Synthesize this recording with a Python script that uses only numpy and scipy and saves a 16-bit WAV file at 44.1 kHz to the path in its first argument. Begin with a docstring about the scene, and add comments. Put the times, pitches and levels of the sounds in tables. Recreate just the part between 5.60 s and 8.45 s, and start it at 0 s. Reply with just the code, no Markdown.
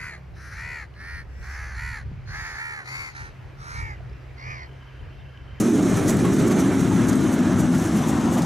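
"""A tram rolls past on a wide road at night. From the start its body drones over a hum and a deep rumble,
wheels roar and clack softly, loose metal rattles and taps close by, and traffic washes behind, rising.
Drone, hum, rumble and rolling treble sink in pitch, fastest near 1 s; a clink rings at 1.6 s, another at
2.4 s, as a car's tyres emerge on the left. Noise is shaped by spectra; hum, clinks and clack rings are
sines. The recorder's limiter holds the peaks down."""
import sys
import numpy as np
from scipy import signal
from scipy.fft import rfft, irfft, next_fast_len
from scipy.io import wavfile
from scipy.ndimage import uniform_filter1d, minimum_filter1d, map_coordinates

SR = 44100
rng = np.random.default_rng(int(sys.argv[2]) if len(sys.argv) > 2 else 0)


def transcribe(signal):
    """Save signal, clipped to [-1, 1], as a 16-bit WAV file at the path in sys.argv[1]."""
    frames = np.atleast_2d(signal).T
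    limited = np.clip(frames, -1, 1)
    pcm = np.round(limited * 32767).astype(np.int16)
    wavfile.write(sys.argv[1], SR, pcm)


N = 125685


def amp(db):
    """Decibels to gain."""
    return 10 ** (np.asarray(db) / 20)


def unit(x):
    """Scaled to rms 1."""
    return x / np.sqrt(np.mean(x ** 2) + 1e-20)


def clock():
    """Time of each sample in s."""
    return np.arange(N) / SR


def curves(rows):
    """One value per sample for each column after the time."""
    s, *cols = np.transpose(rows)
    return [np.interp(clock(), s, c) for c in cols]


def wobble(knots_per_s):
    """Smooth random curve through normally distributed knots."""
    return map_coordinates(rng.standard_normal(1024), [clock() * knots_per_s], mode="wrap")


def filtered(x, response):
    """x times a response of frequency."""
    m = next_fast_len(x.shape[-1] + 8192)
    spectrum = rfft(x, m) * response(np.fft.rfftfreq(m, 1 / SR))
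    return irfft(spectrum, m)[..., :x.shape[-1]]


def coloured(x, colour):
    """x through a minimum-phase filter with an (f/Hz, level/dB) spectrum, at rms 1."""
    f, db = np.transpose(colour)

    def response(hz):
        """Folding the cepstrum makes the filter causal."""
        level_db = np.interp(np.log(hz + 1), np.log(f), db)
        cepstrum = irfft(np.log(amp(level_db)))
        causal_half = 2 * cepstrum[:len(cepstrum) // 2]
        return np.exp(rfft(causal_half, len(cepstrum)) - cepstrum[0])
    return unit(filtered(x, response))


def spread(pair, side_db):
    """Two unrelated signals as middle and sides of a stereo image, at rms 1."""
    middle, side = pair[0], amp(side_db) * pair[1]
    return unit(np.array([middle + side, middle - side]))


def rush(colour, side_db):
    """Stereo noise of a given colour and width."""
    return spread(coloured(rng.standard_normal((2, N)), colour), side_db)


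def pan(left_over_right_db):
    """Left and right gains for a level difference."""
    db = left_over_right_db
    return amp(np.array([db, -db]).reshape(2, -1) / 2)


def patchy(x, depth_db):
    """Narrow bands flare up and fade at random."""
    z = signal.stft(x, nperseg=1024)[2]
    field = rng.standard_normal(z.shape[1:])
    field = uniform_filter1d(field, size=3, axis=0)  # across frequency
    field = uniform_filter1d(field, size=6, axis=1)  # across time
    return unit(signal.istft(z * amp(depth_db * unit(field)), nperseg=1024)[1][:, :N])


PASS_S, GLIDE_SCALE_S = 1.05, 1.1  # closest moment, tanh time scale
DOPPLER = .09  # asymptotic pitch shift either way, as a fraction


def doppler():
    """Pitch factor of a passing source: above 1 on approach, below 1 after."""
    return 1 - DOPPLER * np.tanh((clock() - PASS_S) / GLIDE_SCALE_S)


def passing(colour, side_db):
    """Stereo noise read at the Doppler rate, so its colour glides down."""
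    source = coloured(rng.standard_normal((2, 2 * N)), colour)
    position = np.cumsum(doppler())
    return spread(np.array([np.interp(position, np.arange(2 * N), s) for s in source]), side_db)


# Table levels are before each function's trim and the output gain.
# car body drone: t/s, level/dB, left over right/dB
BODY_DRONE = [(0, -19.5, -1.5), (.26, -20.5, -2), (.35, -32, 0), (.5, -21, -1), (1.0, -20, -1.5),
              (1.25, -22.5, 1.5), (1.6, -21, 3.5), (1.85, -21.5, 1), (2.2, -23.5, 1.5), (2.3, -25.5, 0.5),
              (2.58, -21, 0.5), (2.7, -23.5, 0), (2.85, -27, -0.5)]
# drone spectrum at the closest moment: f/Hz, level/dB
BODY_COLOUR = [(110, -46.5), (170, -17.5), (215, -3.5), (258, -2.5), (290, -2.5), (345, -5.5), (400, -13),
               (480, -25), (1200, -120)]


def body():
    """The shaken car body drones in one broad resonance."""
    level_db, pan_db = curves(BODY_DRONE)
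    return amp(level_db + 0.38) * pan(pan_db) * passing(BODY_COLOUR, side_db=-37)


# motor hum: t/s, main tone level/dB, lower tone level/dB
MOTOR_HUM = [(0, -30, -24.5), (.25, -20.5, -41), (.4, -39, -33), (.8, -29.5, -21.5), (1.25, -19, -25),
             (1.75, -21.5, -28), (2.15, -19.5, -23), (2.4, -32.5, -38), (2.72, -24.5, -45)]
HUM_AT_PASS_HZ, LOW_TONE_RATIO = 269, .73
HUM_WANDER, HUM_FLUTTER_DB = 0.018, 2  # pitch fraction and level per unit of wobble


def motor():
    """Two sines, unsteady in pitch and level, hum inside the drone."""
    out = np.zeros(N)
    for level_db, ratio in zip(curves(MOTOR_HUM), (1, LOW_TONE_RATIO)):
        hz = HUM_AT_PASS_HZ * ratio * doppler() * (1 + HUM_WANDER * wobble(30))
        tone = np.sin(2 * np.pi * np.cumsum(hz) / SR)
        flutter = amp(HUM_FLUTTER_DB * wobble(12))
        out += amp(level_db - 4.0) * unit(flutter * tone)
    _, pan_db = curves(BODY_DRONE)
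    return pan(pan_db) * out


# running gear rumble: t/s, level/dB
GEAR_RUMBLE = [(0, -22.5), (.08, -34.5), (.2, -22), (.35, -23.5), (.55, -21.5), (.85, -23), (1.0, -25),
               (1.48, -24), (1.8, -30), (1.95, -24), (2.25, -25.5), (2.6, -29), (2.85, -25.5)]
# rumble spectrum at the closest moment: f/Hz, level/dB
GEAR_COLOUR = [(20, -36.5), (45, -16.5), (68, -10.5), (88, -5.5), (112, 1), (145, 0), (185, 4.5),
               (235, -6.5), (400, -15), (1200, -120)]


def running_gear():
    """Wheels on the track give a deep rumble that sways sideways."""
    level_db, = curves(GEAR_RUMBLE)
    sway = pan(2.6 + 1.3 * wobble(5.68))
    return amp(level_db + 0.73) * sway * passing(GEAR_COLOUR, side_db=-31)


# bogie growl: t/s, level/dB
BOGIE_GROWL = [(0, -38.5), (.5, -32), (1.0, -31.5), (1.25, -46), (1.55, -37), (1.95, -47.5), (2.85, -38.5)]
# growl spectrum: f/Hz, level/dB
BOGIE_COLOUR = [(250, -35), (380, 0), (450, -9), (540, -10), (620, -20.5), (900, -60), (2000, -120)]


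def bogies():
    """The bogies growl in a narrow low band, off to the right."""
    level_db, = curves(BOGIE_GROWL)
    return amp(level_db - 1.0) * pan(-8) * rush(BOGIE_COLOUR, side_db=-33)


# wheels on rails: t/s, roar level/dB, treble level/dB
WHEEL_ROLLING = [(0, -36.5, -40.5), (.27, -33, -41.5), (.38, -33, -39), (.55, -31.5, -40),
                 (.66, -32, -36.5), (1.1, -31.5, -40), (1.23, -35, -40), (1.35, -35, -40),
                 (1.53, -28.5, -39.5), (1.6, -34, -40.5), (1.9, -32, -42.5), (2.25, -35.5, -43.5),
                 (2.5, -36.5, -40), (2.7, -35.5, -45), (2.85, -36.5, -49)]
# wheel position: t/s, left over right/dB
WHEEL_PAN = [(0, -1), (1.1, -2.5), (2.85, 2)]
# roar spectrum: f/Hz, level/dB
WHEEL_ROAR_COLOUR = [(200, -13.5), (420, 0.5), (600, 4), (900, -3), (1300, 0), (1750, -5), (2300, -20),
                     (4000, -20.5), (8000, -120)]
# treble spectrum at the closest moment: f/Hz, level/dB
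WHEEL_TREBLE_COLOUR = [(900, -19.5), (1650, 1.5), (2330, 2.5), (2520, -4), (3200, -3.5), (4100, -6),
                       (4700, -12.5), (9000, -68)]


def wheels():
    """Steel wheels roar unevenly on the rails, under a treble that sinks in pitch, and clack."""
    roar_db, treble_db = curves(WHEEL_ROLLING)
    pan_db, = curves(WHEEL_PAN)
    uneven_db = 0.45 * wobble(30)
    roar = patchy(rush(WHEEL_ROAR_COLOUR, side_db=-16.5), depth_db=1.5)
    treble = patchy(passing(WHEEL_TREBLE_COLOUR, side_db=-21), depth_db=2.0)
    rolling = amp(roar_db + uneven_db - 0.6) * roar + amp(treble_db + uneven_db - 2.1) * treble
    return pan(pan_db) * (rolling + clacks())


# wheel clacks: t/s, level/dB, ring f/Hz
WHEEL_CLACKS = [(0.187, -25.5, 639), (.37, -29, 1322), (.487, -24.5, 641), (0.644, -28.5, 1137),
                (.9, -32, 1128), (1.307, -27.5, 886), (1.523, -27.5, 1280), (2.132, -30.5, 1390),
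                (2.436, -34, 1000), (2.764, -23.5, 700)]
# clack burst spectrum: f/Hz, level/dB
CLACK_BURST_COLOUR = [(150, -18), (400, 4), (750, -4), (950, -4.5), (1250, -1.5), (1800, -26),
                      (3200, -16.5), (5000, -30), (16000, -80)]
ATTACK_S, BURST_T60_S, RING_T60_S = .007, .1, .13
BURST_TRIM_DB, RING_TRIM_DB = 1.5, 3
RING_PHASE_KNOTS_PER_S = 130  # random phase roughens the ring


def clacks():
    """A wheel knocks over a joint: a dull burst and a brief rough ring."""
    bursts, rings = np.zeros(N), np.zeros(N)
    for s, db, hz in WHEEL_CLACKS:
        age = np.maximum(clock() - s, 0)
        struck = amp(db) * (1 - np.exp(-age / ATTACK_S))
        bursts += struck * amp(-60 * age / BURST_T60_S)
        tone = np.sin(2 * np.pi * hz * age + wobble(RING_PHASE_KNOTS_PER_S))
        rings += struck * amp(-60 * age / RING_T60_S) * tone
    burst_noise = rush(CLACK_BURST_COLOUR, side_db=-24)
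    return amp(BURST_TRIM_DB) * bursts * burst_noise + amp(RING_TRIM_DB) * rings


# high hiss: t/s, level/dB
HIGH_HISS = [(0, -40), (.47, -38), (1.45, -40.5), (1.85, -44), (2.2, -41.5), (2.85, -44)]
# hiss spectrum: f/Hz, level/dB
HIGH_HISS_COLOUR = [(3000, -36), (5100, -6.5), (5600, 2), (6100, 3.5), (6500, 4.5), (7000, 0), (7800, 1),
                    (8800, -4), (10200, -4), (12500, -12.5), (14500, -20), (16000, -28)]
FLURRIES_PER_S, FLURRY_LENGTH_S, FLURRY_OVER_BED_DB = 41, .012, -10.5


def hiss():
    """A fine, restless sizzle above the roar, with scattered faint flurries."""
    level_db, = curves(HIGH_HISS)
    flutter_db = 0.54 * wobble(15) + 0.65 * wobble(70)
    bed = amp(flutter_db) * patchy(rush(HIGH_HISS_COLOUR, side_db=-15.0), depth_db=3.0)
    hits = (rng.random(N) < FLURRIES_PER_S / SR) * rng.uniform(0.15, 1, N)
    swells = signal.fftconvolve(hits, np.hanning(int(FLURRY_LENGTH_S * SR)), "same")
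    flurries = unit(swells * rush(METAL_COLOUR, side_db=-18))
    return amp(level_db - 2.1) * pan(.5) * (bed + amp(FLURRY_OVER_BED_DB) * flurries)


GRAINS_PER_S = 3200


def ticks(colour, side_db):
    """A dense spray of tiny contacts of random size over faint noise, at rms 1."""
    hits = rng.random(N) < GRAINS_PER_S / SR
    grains = hits * rng.standard_normal((2, N))
    floor = 0.24 * rng.standard_normal((2, N))
    return spread(coloured(grains + floor, colour), side_db)


# metal rattles: peak t/s, level/dB, half length to 1/e power/s, lower body relative level/dB
METAL_RATTLES = [(.003, -33.5, 0.015, -9), (0.376, -38.5, 0.013, -12), (.496, -28, .012, -9.5),
                 (0.741, -34.5, 0.0068, -18), (0.797, -38.5, 0.0084, -1), (0.881, -36, 0.0065, -7),
                 (0.919, -40, 0.0091, -0.5), (1.002, -37, 0.014, -5), (1.492, -32, 0.0086, -12),
                 (1.737, -39, 0.015, -18), (2.001, -37.5, 0.013, -14), (2.15, -42, 0.0058, 1),
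                 (2.238, -43, 0.032, -9), (2.373, -41.5, 0.014, -5), (2.494, -35.5, .013, -11),
                 (2.739, -38.5, 0.017, -8), (2.786, -39, 0.011, -2.5)]
# small contacts spectrum: f/Hz, level/dB
METAL_COLOUR = [(2000, -44), (4000, -6.5), (5100, -6), (5700, 3), (6500, 7.5), (7800, 4.5), (8900, 0),
                (10000, 0.5), (13000, -4), (16000, -18)]
# lower body spectrum: f/Hz, level/dB
METAL_BODY_COLOUR = [(900, -32), (1900, 5.5), (2700, -5), (4000, -5.5), (5200, -9), (9000, -53)]


def rattles():
    """Flurries of small metal contacts swell and die, each shaking the lower body too."""
    top_power, low_power = np.zeros(N), np.zeros(N)
    for s, db, half_s, body_db in METAL_RATTLES:
        swell = np.exp(-((clock() - s) / half_s) ** 2)
        top_power += amp(db) ** 2 * swell
        low_power += amp(db + body_db) ** 2 * swell
    top = np.sqrt(top_power) * ticks(METAL_COLOUR, side_db=-19)
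    return top + np.sqrt(low_power) * ticks(METAL_BODY_COLOUR, side_db=-22)


# sharp taps of the loose metal: t/s, level/dB
METAL_TAPS = [(0.2253, -36), (.4794, -32), (.5891, -37), (0.784, -37), (1.528, -35), (2.8197, -34.5)]
# tap spectrum: f/Hz, level/dB
METAL_TAP_COLOUR = [(1500, -22), (3500, 3), (5000, 4), (6500, 7), (9000, 0.5), (14000, -10), (16000, -22)]
TAP_T60_S = 0.065


def taps():
    """Single contacts start abruptly and die fast."""
    blows = np.zeros(N)
    for s, db in METAL_TAPS:
        age = np.maximum(clock() - s, 0)
        blows += (clock() >= s) * amp(db - 60 * age / TAP_T60_S)
    return blows * rush(METAL_TAP_COLOUR, side_db=-25)


# clinks: t/s, level/dB, f/Hz
METAL_CLINKS = [(1.554, -27, 8170), (2.4364, -32.5, 3550)]
# modes of the clinking metal: multiple of the pitch, level/dB, t60/s
METAL_MODES = [(.777, -9, .047), (1, -1, 0.041), (1.44, -13, .05)]


def clinks():
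    """A small piece of metal is struck and rings briefly in a few decaying modes."""
    out = np.zeros(N)
    for s, db, hz in METAL_CLINKS:
        age = np.maximum(clock() - s, 0)
        attack = 1 - np.exp(-age / 0.00061)
        for ratio, mode_db, t60_s in METAL_MODES:
            level_db = db + mode_db + rng.normal(0, 1)
            decay = amp(level_db - 60 * age / t60_s)
            out += decay * np.sin(2 * np.pi * hz * ratio * age) * attack
    return out


# tyres of a car, uncovered as the tram clears it: t/s, level/dB
CAR_TYRES = [(0, -55), (1.4, -49), (2.25, -43.5), (2.45, -35), (2.85, -35.5)]
# tyre spectrum: f/Hz, level/dB
TYRE_COLOUR = [(350, -60), (560, -6), (720, 2), (950, -2.5), (1250, -4), (1600, -24), (8000, -81)]


def car():
    """Tyre noise of one nearer car on the left."""
    level_db, = curves(CAR_TYRES)
    tyres = patchy(rush(TYRE_COLOUR, side_db=-27), depth_db=1.5)
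    return amp(level_db - 3.5) * pan(11.3) * tyres


# road wash spectrum: f/Hz, level/dB
ROAD_COLOUR = [(25, -24), (90, 8), (250, -3), (500, -0.5), (800, -0.5), (1200, -10.5), (2500, -14.5),
               (8000, -23.5), (16000, -93)]
ROAD_START_DB, ROAD_RISE_DB_PER_S = -41, 2.5


def traffic():
    """The smooth, slowly rising noise wash of the road."""
    return amp(ROAD_START_DB + ROAD_RISE_DB_PER_S * clock()) * rush(ROAD_COLOUR, side_db=-25)


def scene():
    """Everything heard at the roadside."""
    tram = body() + motor() + running_gear() + bogies() + wheels() + hiss()
    loose_metal = rattles() + taps() + clinks()
    return tram + loose_metal + car() + traffic()


LIMIT_BEFORE_GAIN_DB, OUTPUT_GAIN_DB = -9.5, 0.77
LIMIT_HOLD_S, TOP_HZ = 0.023, 16300


def record(dry):
    """A smoothed peak limiter, linked across channels, then gain and a band limit."""
    hold = max(int(LIMIT_HOLD_S * SR), 8)
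    peak = np.abs(dry).max(axis=0)
    needed = np.minimum(1, amp(LIMIT_BEFORE_GAIN_DB) / (peak + 1e-9))
    gain = uniform_filter1d(minimum_filter1d(needed, hold), hold)
    return filtered(amp(OUTPUT_GAIN_DB) * dry * gain, lambda hz: hz < TOP_HZ)


dry = scene()
out = record(dry)
transcribe(out)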